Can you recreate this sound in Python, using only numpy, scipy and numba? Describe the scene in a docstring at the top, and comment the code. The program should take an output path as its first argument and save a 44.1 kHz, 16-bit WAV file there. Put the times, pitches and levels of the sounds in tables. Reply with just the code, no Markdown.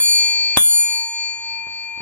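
"""First comes a metallic ring already sounding, from a knock just before the start; a second knock falls at 0.57 s.
A small bell-like metal body stands on a wooden table: its ring is close pairs of sines that beat as they fade.
Short modes and shaped noise make the blows and the table's thump; dulled table noise makes the finger taps.
Behind them lie a quiet room's tone, a treble hiss and faint ticks, all as noise.
Two spaced microphones feed a limiter that ducks after the blows and lets the ring swell back."""
import sys
import numpy as np
from scipy import signal
from scipy.fft import rfft, irfft, next_fast_len
from scipy.io import wavfile
from scipy.ndimage import minimum_filter1d
from numba import njit

SR = 44100
rng = np.random.default_rng(int(sys.argv[2]) if len(sys.argv) > 2 else 0)


def digitize_waveform(pressure):
    """Quantize a signal to 16-bit integers and store it at the path in sys.argv[1].

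    Rows of a 2-D input are taken as channels; values are limited to [-1, 1].
    """
    field = np.atleast_2d(pressure).T
    bounded = np.clip(field, -1, 1)
    quanta = np.round(bounded * 32767).astype(np.int16)
    wavfile.write(sys.argv[1], SR, quanta)


N = 88685
T = np.arange(N) / SR


def amp(db):
    """Amplitude factor of a level in dB."""
    return 10 ** (np.asarray(db) / 20)


def unit(x):
    """x scaled to rms 1."""
    return x / np.sqrt(np.mean(x ** 2) + 1e-20)


def along(points, hz):
    """Values read between (frequency [Hz], value) points on a log axis."""
    f, v = np.transpose(points)
    return np.interp(np.log(hz + 1), np.log(f + 1), v)


def filtered(x, response):
    """x multiplied in the spectrum by a response of frequency."""
    n = x.shape[-1]
    m = next_fast_len(n + 8192)
    spectrum = rfft(x, m) * response(np.fft.rfftfreq(m, 1 / SR))
    return irfft(spectrum, m)[..., :n]


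def rush(n, spectrum, alike):
    """Stereo noise of rms 1; the mid-to-side balance sets how alike the microphones are in each band."""
    def mid_side_gain(hz):
        angle = np.arccos(np.clip(along(alike, hz), -1, 1)) / 2
        return amp(along(spectrum, hz)) * [np.cos(angle), np.sin(angle)]

    mid, side = filtered(rng.standard_normal((2, n)), mid_side_gain)
    return unit(np.array([mid + side, mid - side]))


def add(out, s, x):
    """Mix x in at time s."""
    i = round(s * SR)
    out[:, i:i + x.shape[1]] += x[:, :N - i]


SWELL_S = 0.0006  # time constant of a partial's onset


def partial(t, hz, db, t60, pan_db, lead, cycle):
    """One fading sine, differing in level and phase between the two microphones."""
    half = np.array([[.5], [-.5]])  # left, right
    level = amp(db + half * pan_db - 60 * t / t60)
    onset = 1 - np.exp(-t / SWELL_S)
    return level * onset * np.sin(2 * np.pi * (hz * t + cycle + half * lead))


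# When the blows start their rings; the first contact itself lies just before: (time [s])
BLOWS = [0, .5719]
# Long partials of the ring, modes and their combination tones, the louder of each pair: (frequency [Hz])
RING_HZ = [915.41, 1826.9, 2403.67, 3317.1, 4446.42, 6982.66, 9386.5, 9983.72, 13402]
# How far the twin of each long partial lies from it: (offset [Hz])
SPLIT_HZ = [-2.03, -1.1, 2.95, 3.15, -3.69, 1.7, 2.9, -6.41, -5.56]
# Fading of each long partial: (t60 [s], left over right [dB], left lead [cycles],
# level after blow 1 [dB], level after blow 2 [dB])
RING = [(54, -4.5, -0.028, -46, -41.5), (12, 7.5, -.05, -51.5, -54), (40.7, 4.5, 0.15, -22, -27.5),
        (5.4, 7.5, 0.43, -41, -49), (5.13, 2.5, 0.4, -12, -19.5), (1.94, 0.5, 0.3, -13, -10),
        (0.53, 5, .48, -30, -56), (0.64, 2, 0.4785, -5, 8), (0.36, -3, .53, -10, 0.5)]
# The twins: (t60 [s], left over right [dB], left lead [cycles], level after blow 1 [dB], after blow 2 [dB],
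# beat offset at the left microphone at blow 1 [cycles], at blow 2 [cycles])
TWINS = [(74, -4, -0.36, -52, -43, -0.68, -0.25), (20, 8.5, 0.51, -65.5, -72.5, -0.19, 0.56),
         (5, 12.5, -0.11, -33, -31.5, 0.14, -0.025), (2.9, -3.5, .08, -49.5, -53, .19, 0.062),
         (4.97, 4.5, 0.43, -26.5, -24.5, -.36, -0.49), (2.71, 0, 0.26, -26.5, -26, -0.33, -0.25),
         (1.3, -1.5, 0.43, -46, -50.5, .1, .1), (0.69, -1, 0.455, -12.5, -3, -0.034, -0.48),
         (0.44, 3.5, .57, -25, -11.5, .07, .51)]


def ring():
    """Each blow sets all pairs ringing anew; the members of a pair drift apart and beat."""
    out = np.zeros((2, N))
    ends = BLOWS[1:] + [N / SR]
    for k, (start, end) in enumerate(zip(BLOWS, ends)):
        t = T[:round(end * SR) - round(start * SR)]
        for hz, split, loud, twin in zip(RING_HZ, SPLIT_HZ, RING, TWINS):
            t60, pan, lead, *db = loud
            twin_t60, twin_pan, twin_lead, *twin_rest = twin
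            twin_db, beat_offset = twin_rest[:2], twin_rest[2:]
            cycle = rng.random()
            # the lead terms line the pair up at the left microphone
            twin_cycle = cycle + beat_offset[k] + (lead - twin_lead) / 2
            first_of_pair = partial(t, hz, db[k], t60, pan, lead, cycle)
            second_of_pair = partial(t, hz + split, twin_db[k], twin_t60, twin_pan, twin_lead, twin_cycle)
            add(out, start, first_of_pair + second_of_pair)
    return out


# Short modes of the metal body: (frequency [Hz])
CLANG_HZ = [415, 3002, 3419, 3564, 3802, 5103, 6562, 7278, 8398, 10690]
# Fading of each short mode: (level at the second blow [dB], t60 [s], left lead [cycles])
CLANG = [(-24, .15, 0.13), (-13, 0.36, 0.41), (3, 0.21, 0.34), (-12.5, .12, 0.24), (-6.5, 0.15, 0.56),
         (-17.5, 0.21, 0.52), (-9.5, 0.31, 0.4), (-0.5, 0.028, 0.53), (-4, 0.039, .5), (-15.5, 0.098, 0.68)]
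FIRST_CLANG_DB = -25  # what is left of the first blow at the start, against the second


def clang(start, blow_db):
    """The metal's short modes, struck together."""
    out, t = np.zeros((2, N)), T[:SR // 2]
    for hz, (db, t60, lead) in zip(CLANG_HZ, CLANG):
        add(out, start, partial(t, hz, db + blow_db, t60, 0, lead, rng.random()))
    return out


LEAD_IN_S, LEAD_IN_DB = .007, -26
CRACK_DB, CRACK_T60_S = -5, .015
# Height of the low push at the left and right microphone: (scale [dB])
PUSH_DB = [
    [11.5],
    [10],
]
# time scale and delay of the push: shorter and sooner on the left
PUSH_S, PUSH_LATE_S = np.array([[.00026], [.0005]]), np.array([[.0004], [.0006]])


def contact(start):
    """A scrape just before the contact, then a bright crack of noise and a brief low push."""
    out, t = np.zeros((2, N)), T[:SR // 2]
    bright = rush(len(t), [(300, 11.5), (2000, 0), (12000, -7.5), (15500, -0.5)], WOOD_ALIKE)
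    add(out, start, amp(CRACK_DB - 60 * t / CRACK_T60_S) * bright)
    scrape_spectrum = [(150, -21), (1000, 6.5), (2500, 8.5), (8000, -2.5), (15000, -17.5)]
    scrape = rush(len(t), scrape_spectrum, WOOD_ALIKE)
    add(out, start - LEAD_IN_S, amp(LEAD_IN_DB) * (t < LEAD_IN_S) * scrape)
    u = np.maximum(t - PUSH_LATE_S, 0) / PUSH_S
    add(out, start, amp(PUSH_DB) * u * (2 - u / 2) * np.exp(-u))
    return out


# Spectrum of the table's noise before it fades: (frequency [Hz], relative level [dB])
WOOD = [(50, -22), (100, 0), (250, -5.5), (500, -2.5), (1100, -3), (2500, -10), (5000, -23.5), (10000, -26),
        (15000, -44)]
# Fading of the table at full length; each use takes a share of it: (frequency [Hz], t60 [s])
WOOD_T60 = [(60, 0.24), (160, 0.043), (420, 0.032), (1100, 0.11), (3000, 0.11), (6000, 0.21), (15000, 0.12)]
# How alike the table sounds at the two microphones: (frequency [Hz], left-right likeness [-1 to 1])
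WOOD_ALIKE = [(60, 0.52), (130, 1), (290, 0.91), (1400, 0.6), (3100, 1), (7000, 1)]


def wood(t60_share):
    """The table's answer: noise that dies band by band."""
    hz, t, bands = signal.stft(rush(SR // 2, WOOD, WOOD_ALIKE), SR, nperseg=128)
    t60 = t60_share * along(WOOD_T60, hz)[:, None]
    x = signal.istft(bands * amp(-60 * t / t60), SR, nperseg=128)[1]
    return x * np.minimum(np.arange(x.shape[1]) / 20, 1)  # a 20-sample fade-in


WOOD_DB, FIRST_KNOCK_DB = -2.5, -21  # the second is what is left of the first blow's table and echo noise
ECHO_DB, ECHO_T60_S = -21.5, 0.34
# Spectrum of the room's answer to the knock: (frequency [Hz], relative level [dB])
ECHO = [(150, -30), (500, -3), (1500, 2), (3500, -4), (5000, -26), (7000, -62)]


def knocks():
    """Both blows excite metal, table and room; the contact itself is heard only at the second."""
    out, t = np.zeros((2, N)), T[:SR // 2]
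    for start, clang_db, knock_db in zip(BLOWS, [FIRST_CLANG_DB, 0], [FIRST_KNOCK_DB, 0]):
        out += clang(start, clang_db)
        add(out, start, amp(knock_db + WOOD_DB) * wood(0.8))
        echo_level = amp(knock_db + ECHO_DB - 60 * t / ECHO_T60_S)
        add(out, start, echo_level * rush(len(t), ECHO, AIR_ALIKE))
    return out + contact(BLOWS[1])


# Fingers on the table: (time [s], level before dulling [dB], dull above [Hz])
TAPS = [(0.867, -41, 930), (1.667, -38.5, 900), (1.974, -37, 875), (2.003, -27, 850)]


def taps():
    """Soft fingertips: short thuds of the table, dulled by a two-pole low-pass."""
    out = np.zeros((2, N))
    for start, db, dull_hz in TAPS:
        thud = filtered(wood(1), lambda hz: 1 / (1 + 1j * hz / dull_hz) ** 2)
        add(out, start, amp(db) * thud)
    return out


# Spectrum of the room tone: (frequency [Hz], relative level [dB])
AIR = [(25, -10.5), (58, -1.5), (100, -12.5), (250, -12.5), (600, -14.5), (1400, -13), (3000, -17.5),
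       (4800, -25.5), (5500, -37), (15000, -49.5)]
# How alike room tone, hiss and echo are at the two microphones: (frequency [Hz], left-right likeness [-1 to 1])
AIR_ALIKE = [(60, 1), (130, 0.36), (600, -0.1), (3000, -0.78), (15000, 1)]
# Course of the room tone: (time [s], level [dB])
AIR_LEVEL = [(0, -45.5), (.3, -54.5), (.8, -55.5), (1.15, -58.5), (1.35, -52.5), (2.01, -53.5)]
# Course of the treble hiss: (time [s], level [dB])
HISS = [(1.3, -100), (1.5, -96.5), (1.7, -80.5), (1.85, -67.5), (2.01, -78)]
TICK_PER_S, TICK_AT_S, TICK_DB = 10, 1.041, -71.5  # rate, time of the first tick, level at its peak
TICK_S = .004  # standard deviation of a tick's bell-shaped course


def room():
    """Room tone and a faint treble hiss as noise of changing level, the hiss swelling late, with even ticks."""
    cycle = ((T - TICK_AT_S) * TICK_PER_S + .5) % 1 - .5
    tick_shape = np.exp(-.5 * (cycle / TICK_PER_S / TICK_S) ** 2)
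    ticks = amp(TICK_DB) * (T > TICK_AT_S - .05) * tick_shape
    hiss = rush(N, [(6000, -57.5), (8500, -7.5), (11000, -0.5), (13500, -9), (15000, -33)], AIR_ALIKE)
    hiss_level = amp(np.interp(T, *np.transpose(HISS)))
    air_level = amp(np.interp(T, *np.transpose(AIR_LEVEL)))
    return air_level * rush(N, AIR, AIR_ALIKE) + (hiss_level + ticks) * hiss


def scene():
    """Everything that reaches the two microphones."""
    return ring() + knocks() + taps() + room()


@njit
def follow(need_db, attack, release_db, start_db):
    """Gain falls quickly to what is needed and climbs back at a fixed rate in dB."""
    gain, out = start_db, np.empty_like(need_db)
    for i in range(len(need_db)):
        if need_db[i] < gain:
            gain = gain + (need_db[i] - gain) * attack
        else:
            gain = min(need_db[i], gain + release_db)
        out[i] = gain
    return out


CEILING_DB, DEPTH_DB, START_DB = -5, -16, -11  # level held to, lowest gain, gain at the start
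ATTACK_S, HOLD_S, RELEASE_DB_PER_S = 0.0017, .004, 146
CLIP_HARD, CLIP_TOP = 14, .93  # sharpness of the clipping knee, bound before the band limit
LOW_CUT_HZ, TOP_HZ, EDGE_HZ = 45, 15640, 250  # the treble fades out over EDGE_HZ below TOP_HZ


def band_limit(hz):
    """A two-pole low cut and a steep upper edge."""
    upper_edge = np.sin(np.pi / 2 * np.clip((TOP_HZ - hz) / EDGE_HZ, 0, 1)) ** 2
    return upper_edge * (1j * hz / (LOW_CUT_HZ + 1j * hz)) ** 2


def record(dry):
    """A limiter linked across both microphones, clipping of what slips past it, and the band limit."""
    peak_db = 20 * np.log10(np.abs(dry).max(0) + 1e-9)
    need = np.clip(CEILING_DB - peak_db, DEPTH_DB, 0)
    hold = max(int(HOLD_S * SR) // 2 * 2 + 1, 3)  # samples, odd
    need = minimum_filter1d(need, hold, origin=hold // 2)
    gain_db = follow(need, 1 / (ATTACK_S * SR + 1), RELEASE_DB_PER_S / SR, float(START_DB))
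    x = dry * amp(gain_db)
    x = x / (1 + np.abs(x / CLIP_TOP) ** CLIP_HARD) ** (1 / CLIP_HARD)
    return filtered(x, band_limit)


dry = scene()
out = record(dry)
digitize_waveform(out)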